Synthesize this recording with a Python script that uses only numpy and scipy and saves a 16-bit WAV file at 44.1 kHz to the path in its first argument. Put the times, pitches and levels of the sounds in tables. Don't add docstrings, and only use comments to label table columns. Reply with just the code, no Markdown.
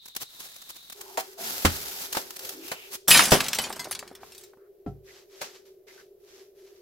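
import sys
import numpy as np
from scipy import signal
from scipy.fft import rfft, irfft, next_fast_len
from scipy.io import wavfile

SR = 44100
rng = np.random.default_rng(int(sys.argv[2]) if len(sys.argv) > 2 else 0)


def generate_wav(signal):
    frames = np.transpose(np.atleast_2d(signal))
    scaled = np.clip(frames, -1, 1) * 32767
    pcm = np.round(scaled).astype(np.int16)
    wavfile.write(sys.argv[1], SR, pcm)


N = 300321
TIME = np.arange(N) / SR
RING = TIME[:SR // 2]
EDGE_HZ = 15950
HUM_START_S = 0.948

# f/Hz, level/dB
HUM_SPECTRUM = [(200, -58), (310, -34.5), (350, -12), (374, -4), (388, -2), (404, -5), (440, -16),
                (490, -22), (620, -25), (1000, -52.5), (3000, -83)]
WHINE_SPECTRUM = [(1000, -48), (2800, -22), (3400, -9), (3750, 2), (4200, -6), (4800, -21), (8000, -47)]
AIR_SPECTRUM = [(30, 0.5), (200, -5.5), (900, -19), (5000, -23.5), (9000, -28.5), (13000, -16),
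                (16000, -18)]
# f/Hz, decay scale/s
ROOM_DECAY = [(100, 0.5), (1000, 0.13), (5000, 0.5), (15000, 0.13)]
# f/Hz, level/dB
HANDLING_WIDTH = [(100, -16), (250, -15.5), (650, -7.5), (1400, -2), (3000, -4), (6000, 1), (16000, 2.5)]
GLASS_WIDTH = [(100, -15.5), (700, -16.5), (3000, -18), (6000, -11.5), (12000, -11.5)]

# f/Hz, level/dB, t60/s
BOX_MODES = [(44.8, -18, 0.36), (83.8, 0.5, 0.18), (136, -9, 0.13), (188, -3.5, 0.11), (229, -9, 0.075),
             (256, -4, 0.1), (1260, -18, 0.019)]
BOX_AT_S, BOX_DB = 1.651, -17
# f/Hz, level/dB, t60/s
BOARD_MODES = [(78, -12, .16), (116, -7, 0.062), (147, 1, 0.14), (172, -2.5, 0.13), (209, -8, .12),
               (406, -5, 0.082), (638, 0.5, .06)]
BOARD_AT_S, BOARD_DB = 3.322, -15
# f/Hz, level/dB, t60/s
CARTON_MODES = [(58.3, -11.5, 0.46), (104.7, -9, 0.35), (137.5, -6, 0.32), (185.8, 0, 0.13),
                (295, -2.5, 0.065), (410, -6, 0.11), (706, -8, 0.13), (770, -15, 0.18), (1330, -20, 0.15)]
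CARTON_AT_S, CARTON_DB = 4.863, -26
# t/s, level/dB
CORE_HITS_AT = [(1.1736, -22), (1.1865, -38)]
# f/Hz, level/dB, t60/s
CORE_MODES = [(482, -4.5, 0.065), (659, 1.5, 0.083), (764, -1.5, 0.11), (937, 6.5, 0.039),
              (1083, -9, 0.065)]
# t/s, level/dB, body f/Hz, slope above the body/dB per octave, t60/s
KNOCK_EVENTS = [(1.173, -19, 720, -5, 0.13), (1.649, -5, 150, -5, 0.078), (1.651, -7.5, 1460, -6.5, 0.086),
                (2.149, -23, 1200, -5.5, 0.07), (2.169, -13, 480, -5, 0.056),
                (2.716, -19, 600, -4.5, 0.072), (3.192, -2.5, 1400, -8, .061),
                (3.221, -10.5, 650, -5, 0.056), (3.319, -1.5, 380, -4.8, .13),
                (4.863, -24.5, 290, -12.5, 0.097), (5.4145, -24, 600, -4.3, .11)]
KNOCK_BASS_DB = 7

# t/s, length/s, level/dB, centre f/Hz
RUB_STROKES = [(0.949, 0.3, -56, 830), (1.368, 0.1, -45.5, 693), (1.38, 0.21, -54, 222),
               (2.37, 0.172, -52, 515), (2.512, 0.17, -48.5, 332), (2.575, 0.36, -51, 2630),
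               (4.563, 0.14, -72.5, 1380), (5.07, .05, -58, 2000), (5.867, 0.061, -58, 2043),
               (5.968, 0.059, -58.5, 1530)]
# t/s, length/s, level/dB, rise/s
SWISH_STROKES = [(4.199, 0.27, -58.5, 0.012), (4.86, 0.026, -66.5, .015), (5.03, .17, -55, 0.069),
                 (5.269, 0.29, -51, 0.13), (5.407, 0.025, -40.5, 0.0046), (5.647, 0.029, -59, 0.015),
                 (5.865, 0.14, -55.5, 0.018), (6.182, 0.24, -54.5, 0.2), (6.54, 0.29, -63, 0.046)]
SWISH_SAG_DB_PER_S, SWISH_T60_S = 12.5, 0.27
# f/Hz, level/dB
CLOTH_SPECTRUM = [(100, -21.5), (400, 4.5), (900, -5.5), (1700, -3), (3200, -3), (5800, -3), (8000, -11),
                  (16000, -63)]
HISS_SPECTRUM = [(1000, -27), (8000, -11), (10000, -4), (12000, 2), (16000, -12.5)]
HISS_DB, HISS_GROWTH = -29.5, 0.67

# t/s, length/s, level/dB
FILM_PULLS = [(0.0, 0.097, -60.5), (0.165, 0.072, -53.5), (0.276, 0.61, -53), (0.372, 0.081, -47),
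              (0.924, 0.41, -52.5), (1.366, 0.088, -39.5), (1.412, 0.65, -37), (2.098, 0.086, -37),
              (2.23, .73, -51.5), (2.37, 0.16, -46), (2.61, 0.1, -47.5), (4.2, .24, -60)]
PULL_RISE_S, PULL_SAG_DB_PER_S, PULL_T60_S = 0.052, 7, 0.29
# t/s, level/dB, duration scale/s
FILM_FOLDS = [(0.054, -42.5, 0.011), (0.077, -45.5, 0.012), (.1492, -40, 0.0046), (0.162, -27, .006),
              (0.198, -36, 0.048), (.398, -39, .013), (0.556, -45.5, .014), (0.615, -44, 0.011),
              (0.684, -41, 0.034), (.75, -46.5, .028), (.898, -37, 0.0036), (0.919, -40.5, .015),
              (1.008, -37, 0.0097), (1.182, -36, 0.04), (2.002, -37.5, .039), (2.124, -28.5, 0.0094),
              (2.212, -41, 0.0087), (2.304, -36.5, 0.0067), (2.356, -39.5, 0.019), (2.391, -36.5, 0.0039),
              (2.443, -37.5, 0.017), (2.489, -32, 0.0086), (2.675, -40.5, 0.015), (2.903, -36.5, 0.08)]
CRINKLE_TILT_DB = 0.14
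# f/Hz, level/dB
PRESSED_FILM = [(35, -35.5), (60, -8), (130, -21), (189, -11.5), (323, -8.5), (380, -6), (480, -8.5),
                (842, -5), (1110, -11.5), (1410, -6.5), (1820, -8.5), (4970, -6), (9350, -13),
                (13900, -6.5), (16000, -18.5)]
FREE_FILM = [(60, -11.5), (200, -5.5), (700, -4), (1800, -3.5), (4500, -1.5), (9000, -5.5), (13000, -4.5),
             (16000, -6.5)]
STRAY_PER_S, STRAY_DB = 70, -8.5

# t/s, level/dB, centre f/Hz
FLOOR_TAPS = [(3.404, -16.5, 2130), (3.587, -24.5, 744), (3.667, -34.5, 680), (3.703, -27, 840),
              (3.763, -34, 594), (3.854, -34, 690), (3.871, -31.5, 490), (3.912, -29.5, 1400),
              (4.026, -34, 700), (4.113, -39.5, 402), (4.232, -39, 800), (4.534, -46.5, 500),
              (4.572, -52, 450)]
# t/s, level/dB, main f/Hz, decay scale/s, crack against ring/dB
SHARD_HITS = [(3.0798, -1.5, 11620, .25, -15), (3.1052, -0.5, 5140, .19, -2), (3.1448, -1, 2366, .15, -3),
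              (3.158, -17, 5070, .13, 2), (3.1704, -6, 6410, .3, 4.5), (3.2377, -11.5, 5210, .14, 5),
              (3.2538, -12, 7600, .15, 5), (3.3066, -9, 7920, .15, -4), (3.4046, -13, 3770, .075, 4),
              (3.4421, -23, 3870, .14, 8), (3.463, -26, 3000, .13, 10.5), (3.483, -20.5, 5020, .13, 12),
              (3.5308, -19.5, 2473, .13, 14), (3.5471, -13, 6130, .15, -5), (3.586, -15, 3025, .18, 10.5),
              (3.6381, -17.5, 4520, .2, -5), (3.726, -27.5, 4160, .11, 9.5), (3.7596, -26, 7950, .11, -8),
              (3.7937, -17.5, 4930, .17, -3), (3.8432, -25, 5530, .1, 3), (3.91, -13, 10030, .09, -8),
              (3.925, -18, 4570, .07, 0), (3.9495, -25.5, 3280, .06, 11), (3.9908, -24, 5450, .07, 7),
              (4.0762, -38.5, 4180, .14, 10), (4.151, -41.5, 4050, .15, 15), (4.3196, -35, 5370, .16, 1.5),
              (4.348, -40.5, 4590, .15, 10), (4.3786, -33, 9080, .13, 5), (4.4095, -40.5, 7940, .15, 3),
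              (4.4358, -37, 7400, .15, 3.5)]
# f/Hz, level/dB, decay scale/s (halved and capped below)
PLATE_MODES = [(1260, -21.5, 5.0), (3700, -10, 0.5), (5010, -2, 0.56), (5739, -20.5, 0.34),
               (6374, -12.5, 0.97), (7623, -9.5, 0.2), (8700, -8, 0.45), (9000, -26, 5.0), (8985, -16, 3.8),
               (9750, 0, 0.12), (9960, -4, 0.23), (10700, -17, 0.65), (11160, -2.5, 0.5), (12700, -23, 1.6),
               (12800, -13, 0.28), (14740, -14, 0.23)]
# f/Hz, level/dB
SPLINTER_SPECTRUM = [(300, -36.5), (1000, -4), (2000, -3), (5500, -1.5), (8000, -4), (11000, -3),
                     (13000, -8), (16000, -13.5)]
CLATTER_SPECTRUM = [(30, -13), (90, -11.5), (150, -2), (240, 3.5), (370, -7.5), (700, -0.5), (1500, -3),
                    (2400, -11), (5000, -30.5)]
# t/s, level/dB
CRASH_BLOWS = [(3.076, -14.5), (3.102, -12), (3.143, -19), (3.156, -17), (3.323, -20), (3.588, -31.5),
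               (3.79, -51)]
CRASH_RISE_S, CRASH_T60_S = 0.0041, 0.35
SETTLE_DB, SETTLE_T60_S = -17.5, 1.386
REST_AT_S, REST_S = 4.58, 0.38
BREAK_AT_S, WHOLE_DB, BROKEN_DB, CRUMBLE_T60_S = 3.104, -6.5, 5.5, 0.7
CLATTER_DB, CLATTER_GROWTH = -15.5, 0.65
RUMBLE_DB, RUMBLE_HZ, RUMBLE_GROWTH = -45, 85, 0.35


def amp(db):
    return 10 ** (np.asarray(db) / 20)


def unit(x):
    return x / np.sqrt(np.mean(x ** 2) + 1e-20)


def read(points, hz):
    f, value = np.transpose(points)
    return np.interp(np.log(hz + 1), np.log(f + 1), value)


def fade(t, t60):
    return np.exp(-np.log(1000) * t / np.maximum(t60, 1e-3))


def add(mix, s, sound):
    part = mix[max(round(s * SR), 0):][:len(sound)]
    part += sound[:len(part)]


def colour(x, spectrum):
    size = next_fast_len(len(x))
    gain = amp(read(spectrum, np.fft.rfftfreq(size, 1 / SR)))
    return irfft(rfft(x, size) * gain, size)[:len(x)]


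def noise(spectrum, size=N):
    return unit(colour(rng.standard_normal(size), spectrum))


def hump(hz, drop_db):
    return [(hz * 2. ** k, -drop_db * abs(k) ** 1.5) for k in range(-4, 4)]


def clicks(per_s, spread_db):
    size = amp(spread_db * np.minimum(rng.exponential(1, N), 4))
    sign = rng.choice([-1, 1], N)
    return unit(size * sign * (rng.random(N) < per_s / SR))


def clumps(per_s, depth_db):
    knots = rng.standard_normal(int(TIME[-1] * per_s) + 2)
    drift = np.interp(TIME * per_s, np.arange(len(knots)), knots)
    return unit(amp(depth_db * drift))


def together(gains):
    return np.sqrt(sum(gain ** 2 for gain in gains))


def stroke(s, length, rise, sag_db_per_s, t60):
    t = np.maximum(TIME - s, 0)
    return np.minimum(t / rise, 1) * amp(-sag_db_per_s * t) * fade(np.maximum(t - length, 0), t60)


def spread(source, width):
    mid, side = source(), colour(source(), width)
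    return np.array([mid + side, mid - side])


def reflections(t60_scale):
    sign = rng.choice([-1., 1.], len(RING))
    taps = sign * (rng.random(len(RING)) < 3000 / SR) * (RING > 0.003)
    hz, t, bands = signal.stft(taps, SR, nperseg=256)
    decay = fade(t, t60_scale * read(ROOM_DECAY, hz)[:, None])
    tail = signal.istft(bands * decay, SR, nperseg=256)[1]
    return tail / np.linalg.norm(tail)


def background():
    humming = np.clip((TIME - HUM_START_S) / 0.005, 0, 1)
    hum = amp(-54.5) * humming * noise(HUM_SPECTRUM)
    whine = amp(-55.5) * (1 - humming) * noise(WHINE_SPECTRUM)
    return hum + whine + amp(-71.5) * noise(AIR_SPECTRUM)


def struck(modes, build):
    ring = sum(amp(db) * np.sin(2 * np.pi * hz * RING) * fade(RING, t60) for hz, db, t60 in modes)
    return ring * (1 - fade(RING, build))


def hollow_things():
    out = np.zeros(N)
    add(out, BOX_AT_S, -amp(BOX_DB) * struck(BOX_MODES, build=0.011))
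    add(out, BOARD_AT_S, amp(BOARD_DB) * struck(BOARD_MODES, build=0.0065))
    for s, db in CORE_HITS_AT:
        add(out, s, amp(db) * struck(CORE_MODES, build=0.013))
    add(out, CARTON_AT_S, amp(CARTON_DB) * struck(CARTON_MODES, build=0.029))
    return out


def knocks():
    out = np.zeros(N)
    octaves = np.arange(-5, 8)
    for s, db, hz, slope_db, t60 in KNOCK_EVENTS:
        spectrum = [(hz * 2. ** k, k * (KNOCK_BASS_DB if k < 0 else slope_db)) for k in octaves]
        rattle = amp(-24.5) * fade(RING, 0.56)
        blow = np.minimum(RING / 0.0027, 1) * (fade(RING, t60) + rattle)
        tick = amp(2.5) * np.minimum(RING / 0.0005, 1) * fade(RING, 0.007)
        add(out, s, amp(db - 7.5) * (tick + blow) * noise(spectrum, size=len(RING)))
    return out


def rubs():
    out = np.zeros(N)
    for s, length, db, hz in RUB_STROKES:
        swell = signal.windows.tukey(round(length * SR), 0.5)
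        add(out, s, amp(db) * swell * noise(hump(hz, drop_db=26.0), size=len(swell)))
    return out


def clothes():
    slips = unit(clicks(per_s=2000, spread_db=4.0) + 0.92 * rng.standard_normal(N))
    fibres = clumps(per_s=34, depth_db=2) * slips
    swish = together(amp(db) * stroke(s, length, rise, SWISH_SAG_DB_PER_S, SWISH_T60_S)
                     for s, length, db, rise in SWISH_STROKES)
    rubbing = amp(-1.5) * swish * unit(colour(fibres, CLOTH_SPECTRUM))
    return rubbing + amp(HISS_DB) * swish ** HISS_GROWTH * noise(HISS_SPECTRUM)


def film_slide():
    slips = unit(clicks(per_s=4000, spread_db=4.0) + 1.5 * rng.standard_normal(N))
    slips = clumps(per_s=120, depth_db=2.0) * slips
    slips = slips + amp(STRAY_DB) * clicks(per_s=STRAY_PER_S, spread_db=2.5)
    pressed = np.clip((TIME - HUM_START_S) / 0.022, 0, 1)
    free_film = (1 - pressed) * unit(colour(slips, FREE_FILM))
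    pressed_film = pressed * unit(colour(slips, PRESSED_FILM))
    pull = together(amp(db) * stroke(s, length, PULL_RISE_S, PULL_SAG_DB_PER_S, PULL_T60_S)
                    for s, length, db in FILM_PULLS)
    return amp(1.28) * pull * (free_film + pressed_film)


def film_crinkles():
    out = np.zeros(N)
    snaps = clicks(per_s=7000, spread_db=3.0)
    t = RING[:SR // 8]
    spectrum = [(f, d + CRINKLE_TILT_DB * np.log2(f / 5000)) for f, d in FREE_FILM]
    for s, db, length in FILM_FOLDS:
        clump = np.minimum(t / (0.48 * length), 1) * fade(np.maximum(t - 0.7 * length, 0), 0.033)
        fold = unit(colour(snaps[round(s * SR):][:len(t)], spectrum))
        add(out, s, amp(db) * clump * fold)
    return out


def shard_ring(hz, t60, scatter=.55, count=20):
    place, height, life = rng.standard_normal((3, count, 1))
    modes, size = hz * np.exp(scatter * place), amp(3.5 * height)
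    modes[0], size[0] = hz, size.max()
    size = size * (modes < EDGE_HZ)
    t = RING[:SR // 7]
    ring = size * np.sin(2 * np.pi * modes * t) * fade(t, t60 * np.exp(0.15 * life))
    return ring.sum(0) / np.linalg.norm(size)


def shards():
    out = np.zeros(N)
    t = RING[:SR // 7]
    for s, db, hz, t60, crack_db in SHARD_HITS:
        ring = shard_ring(hz, 0.8 * t60)
        other_edge = amp(-4) * shard_ring(hz, t60 / 2)
        add(ring, rng.uniform(0.0025, 0.009), other_edge)
        grit = fade(t, 0.03) * noise(hump(hz, drop_db=4.0), size=len(t))
        clink = shard_ring(np.sqrt(hz * 7000), t60=0.064, scatter=.6, count=36)
        crack = amp(crack_db - 3) * (grit + clink)
        add(out, s, amp(db - 11) * np.minimum(t / 0.0013, 1) * (crack + ring))
    for s, db, hz in FLOOR_TAPS:
        tap = np.minimum(t / 0.00078, 1) * fade(t, 0.043)
        add(out, s, amp(db) * tap * noise(hump(hz, drop_db=7), size=len(t)))
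    return out


def spray(s):
    t = np.maximum(TIME - s, 0)
    skitter = amp(SETTLE_DB) * fade(t, SETTLE_T60_S)
    return np.minimum(t / CRASH_RISE_S, 1) * together([fade(t, CRASH_T60_S), skitter])


def plate_ring(force):
    crumble = fade(np.maximum(TIME - BREAK_AT_S, 0), CRUMBLE_T60_S)
    share = np.where(TIME < BREAK_AT_S, amp(WHOLE_DB), amp(BROKEN_DB) * crumble)
    plate = sum(amp(db) * np.sin(2 * np.pi * hz * RING) * fade(RING, min(t60 / 2, 0.2))
                for hz, db, t60 in PLATE_MODES)
    strikes = force * share * clicks(per_s=820, spread_db=1.0)
    return signal.oaconvolve(strikes, plate / np.linalg.norm(plate))[:N]


def splinter_tinkle(force, count=48):
    hits, tinkle = force * clicks(per_s=500, spread_db=5.5), np.zeros(N)
    pitches = np.geomspace(2100, 13500, count)
    pieces = [shard_ring(hz, t60=0.076, scatter=0.28, count=3) for hz in pitches]
    for at in np.flatnonzero(hits):
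        piece = pieces[at % count]
        add(tinkle, at / SR, hits[at] * piece / np.linalg.norm(piece))
    return tinkle


def shatter():
    run_out = np.clip((REST_AT_S - TIME) / REST_S, 0, 1)
    force = together(amp(db) * spray(s) for s, db in CRASH_BLOWS) * run_out
    splinters = unit(colour(clicks(per_s=2200, spread_db=4.0), SPLINTER_SPECTRUM))
    cracks = force * clumps(per_s=180, depth_db=3) * splinters
    clatter = force ** CLATTER_GROWTH * unit(colour(clicks(per_s=550, spread_db=1), CLATTER_SPECTRUM))
    rumble = force ** RUMBLE_GROWTH * noise(hump(RUMBLE_HZ, drop_db=8.5))
    glass = amp(-5.5) * cracks + amp(-4.5) * plate_ring(force) + amp(-2.5) * splinter_tinkle(force)
    return glass + amp(CLATTER_DB) * clatter + amp(RUMBLE_DB) * rumble


def handling_layers():
    return background() + knocks() + rubs() + clothes() + film_slide() + film_crinkles()


def scene():
    handling = spread(handling_layers, HANDLING_WIDTH) + hollow_things()
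    lag_s = np.interp(TIME, [3.0, 3.07], [.00023, 0])
    heard_at = np.arange(N) - np.round(lag_s * SR).astype(int)
    handling[1] = handling[1][np.maximum(heard_at, 0)]
    dry = handling + spread(lambda: shatter() + shards(), GLASS_WIDTH)
    return np.array([ear + amp(-16.5) * signal.oaconvolve(ear, reflections(t60_scale=0.92))[:N]
                     for ear in dry])


def record(dry):
    rounded = 1.05 * np.tanh(dry / 1.05)
    low_pass = signal.firwin(511, EDGE_HZ, window=("kaiser", 9), fs=SR)
    return signal.oaconvolve(rounded, low_pass[None], "same")


dry = scene()
out = record(dry)
generate_wav(out)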